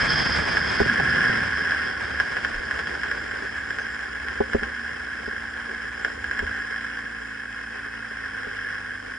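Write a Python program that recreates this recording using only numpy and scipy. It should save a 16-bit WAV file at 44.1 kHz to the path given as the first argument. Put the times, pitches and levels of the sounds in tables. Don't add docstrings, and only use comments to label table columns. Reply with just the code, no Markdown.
import sys
import numpy as np
from scipy import signal
from scipy.fft import rfft, irfft, next_fast_len
from scipy.io import wavfile
from scipy.ndimage import uniform_filter1d

SR = 44100
rng = np.random.default_rng(int(sys.argv[2]) if len(sys.argv) > 2 else 0)


def persist_wave(psi):
    counts = np.round(np.clip(psi, -1, 1) * 32767).astype(np.int16)
    wavfile.write(sys.argv[1], SR, np.atleast_2d(counts).T)


N = 404827
TIME = np.arange(N) / SR
SIZE = next_fast_len(N + 16384, real=True)
FREQ = np.maximum(np.arange(SIZE // 2 + 1) * SR / SIZE, 1)


def undb(db):
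    return 10 ** (np.asarray(db) / 20)


def power_db(ratio, power):
    return 20 * power * np.log10(np.maximum(ratio, 1e-3))


def unit(x):
    return x / np.sqrt(np.mean(x ** 2))


def curves(table):
    s, *columns = np.transpose(table)
    return [np.interp(TIME, s, column) for column in columns]


def swell(centre_s, length_s):
    return np.exp(-((TIME - centre_s) / length_s) ** 2)


def noise():
    return rng.standard_normal(N)


def walk(rate):
    hold = int(SR / rate)
    held = np.repeat(rng.standard_normal(N // hold + 1), hold)
    return 1.3 * uniform_filter1d(uniform_filter1d(held, hold), hold)[:N]


def shape(x, response):
    return irfft(rfft(x, SIZE) * response, SIZE)[..., :N]


def resonance(f, hz, width):
    return (1 + 1j * (f / hz - hz / f) * hz / width) ** -2


def ports(pan_db, lead):
    side = np.array([[1], [-1]]) / 2
    return undb(side * pan_db) * np.exp(1j * side * lead)


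def body(modes):
    hz, width, db, pan_db, lead = np.transpose(modes)[..., None]
    f = FREQ[::16]
    power = (undb(db) * abs(resonance(f, hz, width))) ** 2 + 1e-9
    total = power.sum(0)
    share = power / total
    phase = np.unwrap(np.angle((share * np.exp(1j * lead)).sum(0)))
    log_gain = np.interp(FREQ, f, np.log(total) / 2)
    pan_db = np.interp(FREQ, f, (share * pan_db).sum(0))
    phase = np.interp(FREQ, f, phase)
    cepstrum = irfft(log_gain, SIZE)[:SIZE // 2]
    cepstrum[1:] *= 2
    return np.exp(rfft(cepstrum, SIZE)) * ports(pan_db, phase)


def add(out, s, sound):
    i = max(int(s * SR), 0)
    out[..., i:i + sound.shape[-1]] += sound[..., :N - i]


# (time [s], road speed [m/s])
ROAD_SPEED = [(0, 13.7), (.33, 13.2), (.72, 10.9), (1.05, 8.77), (2.0, 7), (3.3, 5.3), (4.1, 3.65),
              (6.2, 3.18), (7.2, .9), (9.18, 1.55)]
REFERENCE_M_S, BREEZE_M_S = 14.26, 4.37


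def pace_and_airflow():
    speed, = curves(ROAD_SPEED)
    return speed / REFERENCE_M_S, np.hypot(speed, BREEZE_M_S) / REFERENCE_M_S


# (time [s], firing rate [Hz])
FIRING_RATE = [(0.0, 101.8), (0.59, 83.9), (0.84, 112.7), (1.0, 119.8), (1.25, 118.3), (1.48, 106.2),
               (1.69, 83.3), (2.38, 57.5), (2.53, 56.25), (3.04, 58.4), (3.3, 54.97), (4.37, 58.6),
               (4.6, 54.8), (4.73, 58.55), (6.29, 55.6), (8.1, 55.9), (8.44, 52.03), (9.18, 49.9)]


def revs():
    firing_hz, = curves(FIRING_RATE)
    return firing_hz, np.cumsum(firing_hz * (1 + .008 * walk(7))) / SR


# (half-bite time [s], half-release time [s], exhaust gain [dB], clatter gain [dB])
CLUTCH_LOADS = [(0.794, 1.49, 14.5, 2.5), (1.1, 1.383, -1.5, 2), (1.6, 1.896, 5.5, 4),
                (6.307, 7.0, 1.5, 2.5), (8.276, 8.85, -0.5, 3)]
CLUTCH_S = .2


def load():
    hum_db, clatter_db = 0, 0
    for start, end, hum_gain_db, clatter_gain_db in CLUTCH_LOADS:
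        bite = np.clip(.5 + np.minimum(TIME - start, end - TIME) / CLUTCH_S, 0, 1)
        hum_db = hum_db + hum_gain_db * bite
        clatter_db = clatter_db + clatter_gain_db * bite
    return hum_db, clatter_db


# (frequency [Hz], width [Hz], relative level [dB])
PIPE_MODES = [(55.7, 16.3, 3.5), (104.4, 19, 0.5), (224.2, 27, 0), (266, 50, 2), (466, 65, -23)]
HUM_DB = -47.5


def exhaust(firing_hz, firings, load_db, odd_db, half_db, waver_db, burble_db):
    hum = 0
    for half in range(2, 19):
        order = half / 2
        order_db = half_db if half % 2 else odd_db * (order % 2)
        order_hz = order * firing_hz[::64]
        gain = sum(undb(db) * abs(resonance(order_hz, hz, width)) for hz, width, db in PIPE_MODES)
        gain = np.interp(TIME, TIME[::64], gain) * undb(order_db + waver_db * walk(17))
        hum = hum + gain * np.sin(2 * np.pi * (order * firings + rng.random()))
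    puffs = noise() * (1 + np.cos(2 * np.pi * firings))
    gas = unit(shape(puffs, resonance(FREQ, 158, 170)))
    burble = undb(burble_db) * gas * (firing_hz / firing_hz.max()) ** 3
    return undb(HUM_DB + load_db) * (unit(hum) + burble) * ports(-1.8, 0).real


# (frequency [Hz], width [Hz], relative level [dB], left minus right [dB], left lead [rad])
CASE_MODES = [(454, 122, -8.5, -0.3, -2.5), (785, 108, -18, 6.5, -1.15), (1081, 135, -11.5, 3.5, -1.26),
              (1504, 250, -4, -2.5, 0.0), (1660.4, 218, 2, -1.5, 0.32), (1846, 117, -6.5, 5, 1.34),
              (2086, 230, -14.5, -15, 0.0), (2610, 120, -17, 10, 3), (2840, 126, -18, 10, 3),
              (3172, 360, -19.5, -1.5, 0.5), (3860, 1300, -30.5, 3, 3.5), (4550, 120, -34, -20, -2),
              (5126, 410, -21.5, -2.5, 0.5), (5800, 770, -31.5, 0, 4), (7450, 480, -33, 4, 2.1),
              (8920, 1900, -40, 0.2, 1.5)]


def case_response():
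    return body(CASE_MODES)


IDLE_HZ = 56
GEARS_DB, GEARS_POWER = -34.5, 0.89
CHAIN_DB, CHAIN_POWER = -26.5, 0.75


def clatter(firing_hz, firings, pace, load_db, case, tick_db, scatter_db, throb, grain_db, flutter_db):
    ticks = np.diff(np.floor(firings), prepend=0) * undb(scatter_db * walk(90))
    grains = (rng.random(N) < 1500 / SR) * np.sign(noise()) * undb(grain_db * noise())
    rattle = grains * (1 + throb * np.cos(2 * np.pi * firings))
    drive = (unit(rattle) + undb(tick_db) * unit(ticks)) * undb(flutter_db * walk(26))
    gears = undb(GEARS_DB + power_db(firing_hz / IDLE_HZ, GEARS_POWER))
    chain = undb(CHAIN_DB + power_db(pace, CHAIN_POWER))
    return unit(shape(drive, case)) * np.hypot(gears, chain) * undb(load_db)


# (frequency [Hz], relative level [dB])
RUSH_COLOUR = [(20, -10), (60, 3), (105, 4), (200, 4.5), (320, 1.5), (450, -4), (750, -1.5), (1050, -1),
               (2200, -1), (2600, -10.5), (3900, -19), (6200, -23.5), (9300, -30), (10500, -53)]
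RUSH_DB, RUSH_POWER = -27.5, 2.036


def wind(airflow, eddy_db, flicker_db, side_db, bass_slope):
    rush_db = RUSH_DB + power_db(airflow, RUSH_POWER)
    hz, db = np.transpose(RUSH_COLOUR)
    colour = undb(np.interp(np.log(FREQ), np.log(hz), db))
    low = 1 / (1 + (FREQ / 330) ** 4)
    lead = -1.7 * (1 - low) / (1 + (FREQ / 1250) ** 6)
    eddies = undb(eddy_db * walk(30))
    out = 0
    for share, slope in ((low, bass_slope), (1 - low, 0)):
        stream = noise() + undb(side_db) * noise() * np.array([[1], [-1]])
        fade_db = slope * (rush_db - rush_db.max())
        stream = stream * eddies * undb(flicker_db * walk(70) + fade_db)
        out = out + shape(stream, colour * share * ports(0, lead))
    return out / np.sqrt(np.mean(colour ** 2)) * undb(rush_db)


# (frequency [Hz], width [Hz], relative level [dB], left minus right [dB], left lead [rad])
CAVITY_TONES = [(3254, 330, -2.5, -2, -0.67), (4600, 410, -7, 2, 0), (5098, 300, 3, -5, 0.083),
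                (5500, 790, -26, 13, .5)]
WHISTLE_DB, WHISTLE_POWER = -30, 3.33


def whistle(airflow, flicker_db):
    tone = unit(shape(noise() * undb(flicker_db * walk(25)), body(CAVITY_TONES)))
    return tone * undb(WHISTLE_DB + power_db(airflow, WHISTLE_POWER))


# (time [s], length [s], level [dB])
ROUGH_PATCHES = [(2.6, .3, -48), (4.55, 0.33, -44), (5.42, 0.16, -46), (6.24, .06, -36.5),
                 (6.48, .07, -34.5), (8.28, .06, -49)]
SHAKE_DB, SHAKE_POWER = -39.5, 1.1


def shake(pace, hz, width_hz):
    power = undb(SHAKE_DB + power_db(pace, SHAKE_POWER)) ** 2
    for s, length_s, db in ROUGH_PATCHES:
        power = power + (undb(db) * swell(s, length_s)) ** 2
    return unit(shape(noise(), resonance(FREQ, hz, width_hz))) * np.sqrt(power)


TYRE_DB, TYRE_POWER = -39.5, 0.87


def tyres(pace, hz, width_hz, flicker_db):
    drumming = noise() * undb(flicker_db * walk(22))
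    drumming = shape(drumming, resonance(FREQ, hz, width_hz) * ports(0, -1.43))
    return unit(drumming) * undb(TYRE_DB + power_db(pace, TYRE_POWER))


def hiss(level_db):
    return undb(level_db) * rng.standard_normal((2, N))


# (time [s], clacks in the run [count], first peak before trim [dB], change per clack [dB])
CLACK_RUNS = [(.57, 1, -6.5, -1), (0.8982, 1, -11.5, 0), (0.999, 1, -15, 0), (1.1599, 1, -9.5, 0),
              (1.249, 2, -12.5, -2), (1.7083, 2, -10, -8), (2.2005, 1, -7, 0), (2.368, 2, -12, 3.5),
              (2.711, 4, -11.5, -2), (3.034, 2, -13, 1.5), (3.3122, 1, -16, 0), (3.706, 2, -14, .5),
              (4.2847, 1, -16, 0), (4.5333, 1, -12, 0), (4.6333, 1, -13, -2), (6.0478, 1, -8.5, 0),
              (6.2425, 1, -16, -2), (6.312, 2, -14.5, 3), (6.4677, 1, -18.5, 0)]
SWING_S = .0803
STRAY_PER_S, STRAY_DB, STRAY_SPREAD_DB = 4, -17, 4


def slaps(pace):
    runs = [(s + k * SWING_S, db + k * step_db)
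            for s, count, db, step_db in CLACK_RUNS for k in range(round(count))]
    expected = np.cumsum(STRAY_PER_S * pace) / SR
    chance = rng.random((int(expected[-1]), 2))
    places = np.searchsorted(expected, np.arange(len(chance)) + chance[:, 0])
    strays = []
    for i, size in zip(places, chance[:, 1]):
        db = STRAY_DB + power_db(pace[i], CHAIN_POWER) + STRAY_SPREAD_DB * (2 * size - 1)
        strays.append((i / SR, db))
    return runs + strays


def clacks(hits, case, trim_db, bounce_s, bounce, scuff_db, scuff_s, soft_hz, shudder_db, shudder_s):
    blows, shudder, t = np.zeros(N), np.zeros(N), TIME[:SR // 7]
    for s, db in hits:
        blow = undb(scuff_db) * rng.standard_normal(len(t)) * t / scuff_s * np.exp(-t / scuff_s)
        blow[0] += 1
        for k in (1, 2):
            add(blow, bounce_s * (k + rng.uniform(-.2, .2)), np.array([bounce ** k]))
        add(blows, s, undb(db) * blow)
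        add(shudder, s, undb(db + shudder_db) * np.exp(-t / shudder_s))
    ring = case / (1 + 1j * FREQ / soft_hz)
    ring = ring / abs(irfft(ring, SIZE)).max()
    frame = unit(shape(noise(), resonance(FREQ, 500, 1200) * ports(0, -1.55)))
    return undb(trim_db) * shape(blows, ring) + shudder * frame


# (time [s], ring peak before trim [dB], contact softness as cut-off [Hz], rattle over ring [dB])
DULL_KNOCKS = [(0.802, -11, 800, -9.5), (0.812, -12.5, 149, -8), (0.858, -21, 600, -7),
               (0.997, -21, 3000, 3), (1.295, -20.5, 245.6, -9), (4.404, -9, 1300, -12),
               (4.547, -8, 350, -14), (4.623, -22, 350, -15), (5.278, -24, 450, -15),
               (6.425, -23, 399.6, -16), (7.86, -35.5, 902, -8), (8.11, -33, 1600, -1),
               (8.469, -30, 300, -12)]
# (frequency [Hz], time to fall 60 dB [s], relative level [dB], left lead [rad])
MOUNT_MODES = [(72.6, 0.077, -9, 0.54), (175, 0.034, -7.5, -1.1), (228, 0.056, -1.5, 0.35),
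               (411, 0.054, 7.5, -1.6), (528, 0.14, -8, -2.1), (820, 0.035, 4.5, -1.8), (980, 0.045, -6, 1)]


def knocks(trim_db, rattle_s):
    out, t = np.zeros((2, N)), TIME[:SR // 5]
    for s, db, soft_hz, rattle_db in DULL_KNOCKS:
        ring = 0
        for hz, t60, mode_db, lead in MOUNT_MODES:
            gain = undb(mode_db - 60 * t / t60) / (1 + (hz / soft_hz) ** 2)
            ring = ring + (gain * ports(-0.45, lead) * np.exp(2j * np.pi * hz * t)).imag
        ring = ring * (1 - np.exp(-t / 0.0016))
        dull = resonance(FREQ, 550, 950) / (1 + 1j * FREQ / soft_hz)
        rattle = unit(shape(noise(), dull * ports(0, -1.66))[:, :len(t)])
        rattle = undb(rattle_db) * rattle * np.exp(-t / rattle_s) * (1 - np.exp(-t / 0.001))
        add(out, s, undb(db + trim_db) * (ring / abs(ring).max() + rattle))
    return out


# (time [s], level before the disc modes [dB])
BRAKE_RUB = [(1.9, -87), (2.4, -64), (4.5, -66), (5.5, -70), (6.3, -61), (6.7, -70), (9.18, -77)]
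# (frequency [Hz], width [Hz], relative level [dB], flicker up or down [dB], left lead [rad])
DISC_MODES = [(6100, 150, -17, 3, 1), (6840, 14, -7, -1, 1.8), (6820, 18, -5, 0.5, 0.91),
              (6950, 200, -7, 2, 1.6), (7490, 180, -5, 10, .3)]


def brake():
    level_db, = curves(BRAKE_RUB)
    out = 0
    for hz, width, db, flicker_db, lead in DISC_MODES:
        tone = unit(shape(noise(), resonance(FREQ, hz, width) * ports(0, lead)))
        out = out + tone * undb(db + flicker_db * np.tanh(walk(24)))
    return out * undb(level_db)


# (time [s], level [dB])
SUSPENSION_HEAVES = [(2.573, -30.5), (4.6, -38), (6.43, -32.5)]


def heaves(hz, length_s):
    return sum(undb(db) * swell(s, length_s) * np.sin(2 * np.pi * hz * (TIME - s))
               for s, db in SUSPENSION_HEAVES)


def whine(hz, width_hz, db, centre_s, length_s):
    tone = unit(shape(noise(), resonance(FREQ, hz, width_hz)))
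    return tone * undb(db) * swell(centre_s, length_s)


def scene():
    pace, airflow = pace_and_airflow()
    firing_hz, firings = revs()
    hum_load_db, clatter_load_db = load()
    case = case_response()
    engine = exhaust(firing_hz, firings, hum_load_db, odd_db=-1, half_db=-5.5, waver_db=2.0, burble_db=-0.5)
    engine += clatter(firing_hz, firings, pace, clatter_load_db, case, tick_db=-9.5, scatter_db=-1.0,
                      throb=0.041, grain_db=1.0, flutter_db=0.58)
    engine += whine(hz=2554, width_hz=45, db=-56.0, centre_s=7.8, length_s=0.66)
    air = wind(airflow, eddy_db=0.17, flicker_db=2.5, side_db=-7.0, bass_slope=0.27)
    air += whistle(airflow, flicker_db=2.0)
    road = shake(pace, hz=71.7, width_hz=16) + tyres(pace, hz=408, width_hz=236, flicker_db=4.5)
    blows = clacks(slaps(pace), case, trim_db=0.6, bounce_s=.0042, bounce=0.48, scuff_db=-27.5,
                   scuff_s=0.0061, soft_hz=7500, shudder_db=-28.5, shudder_s=0.051)
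    blows += knocks(trim_db=1, rattle_s=0.0077) + heaves(hz=30.01, length_s=0.028)
    squeaks = brake() + whine(hz=6120, width_hz=202, db=-59, centre_s=3.81, length_s=0.048)
    return engine + air + road + blows + squeaks + hiss(level_db=-56.0)


TOP_HZ = 10950


def record(dry):
    return signal.sosfilt(signal.ellip(12, .2, 80, TOP_HZ, fs=SR, output="sos"), dry)


dry = scene()
out = record(dry)
persist_wave(out)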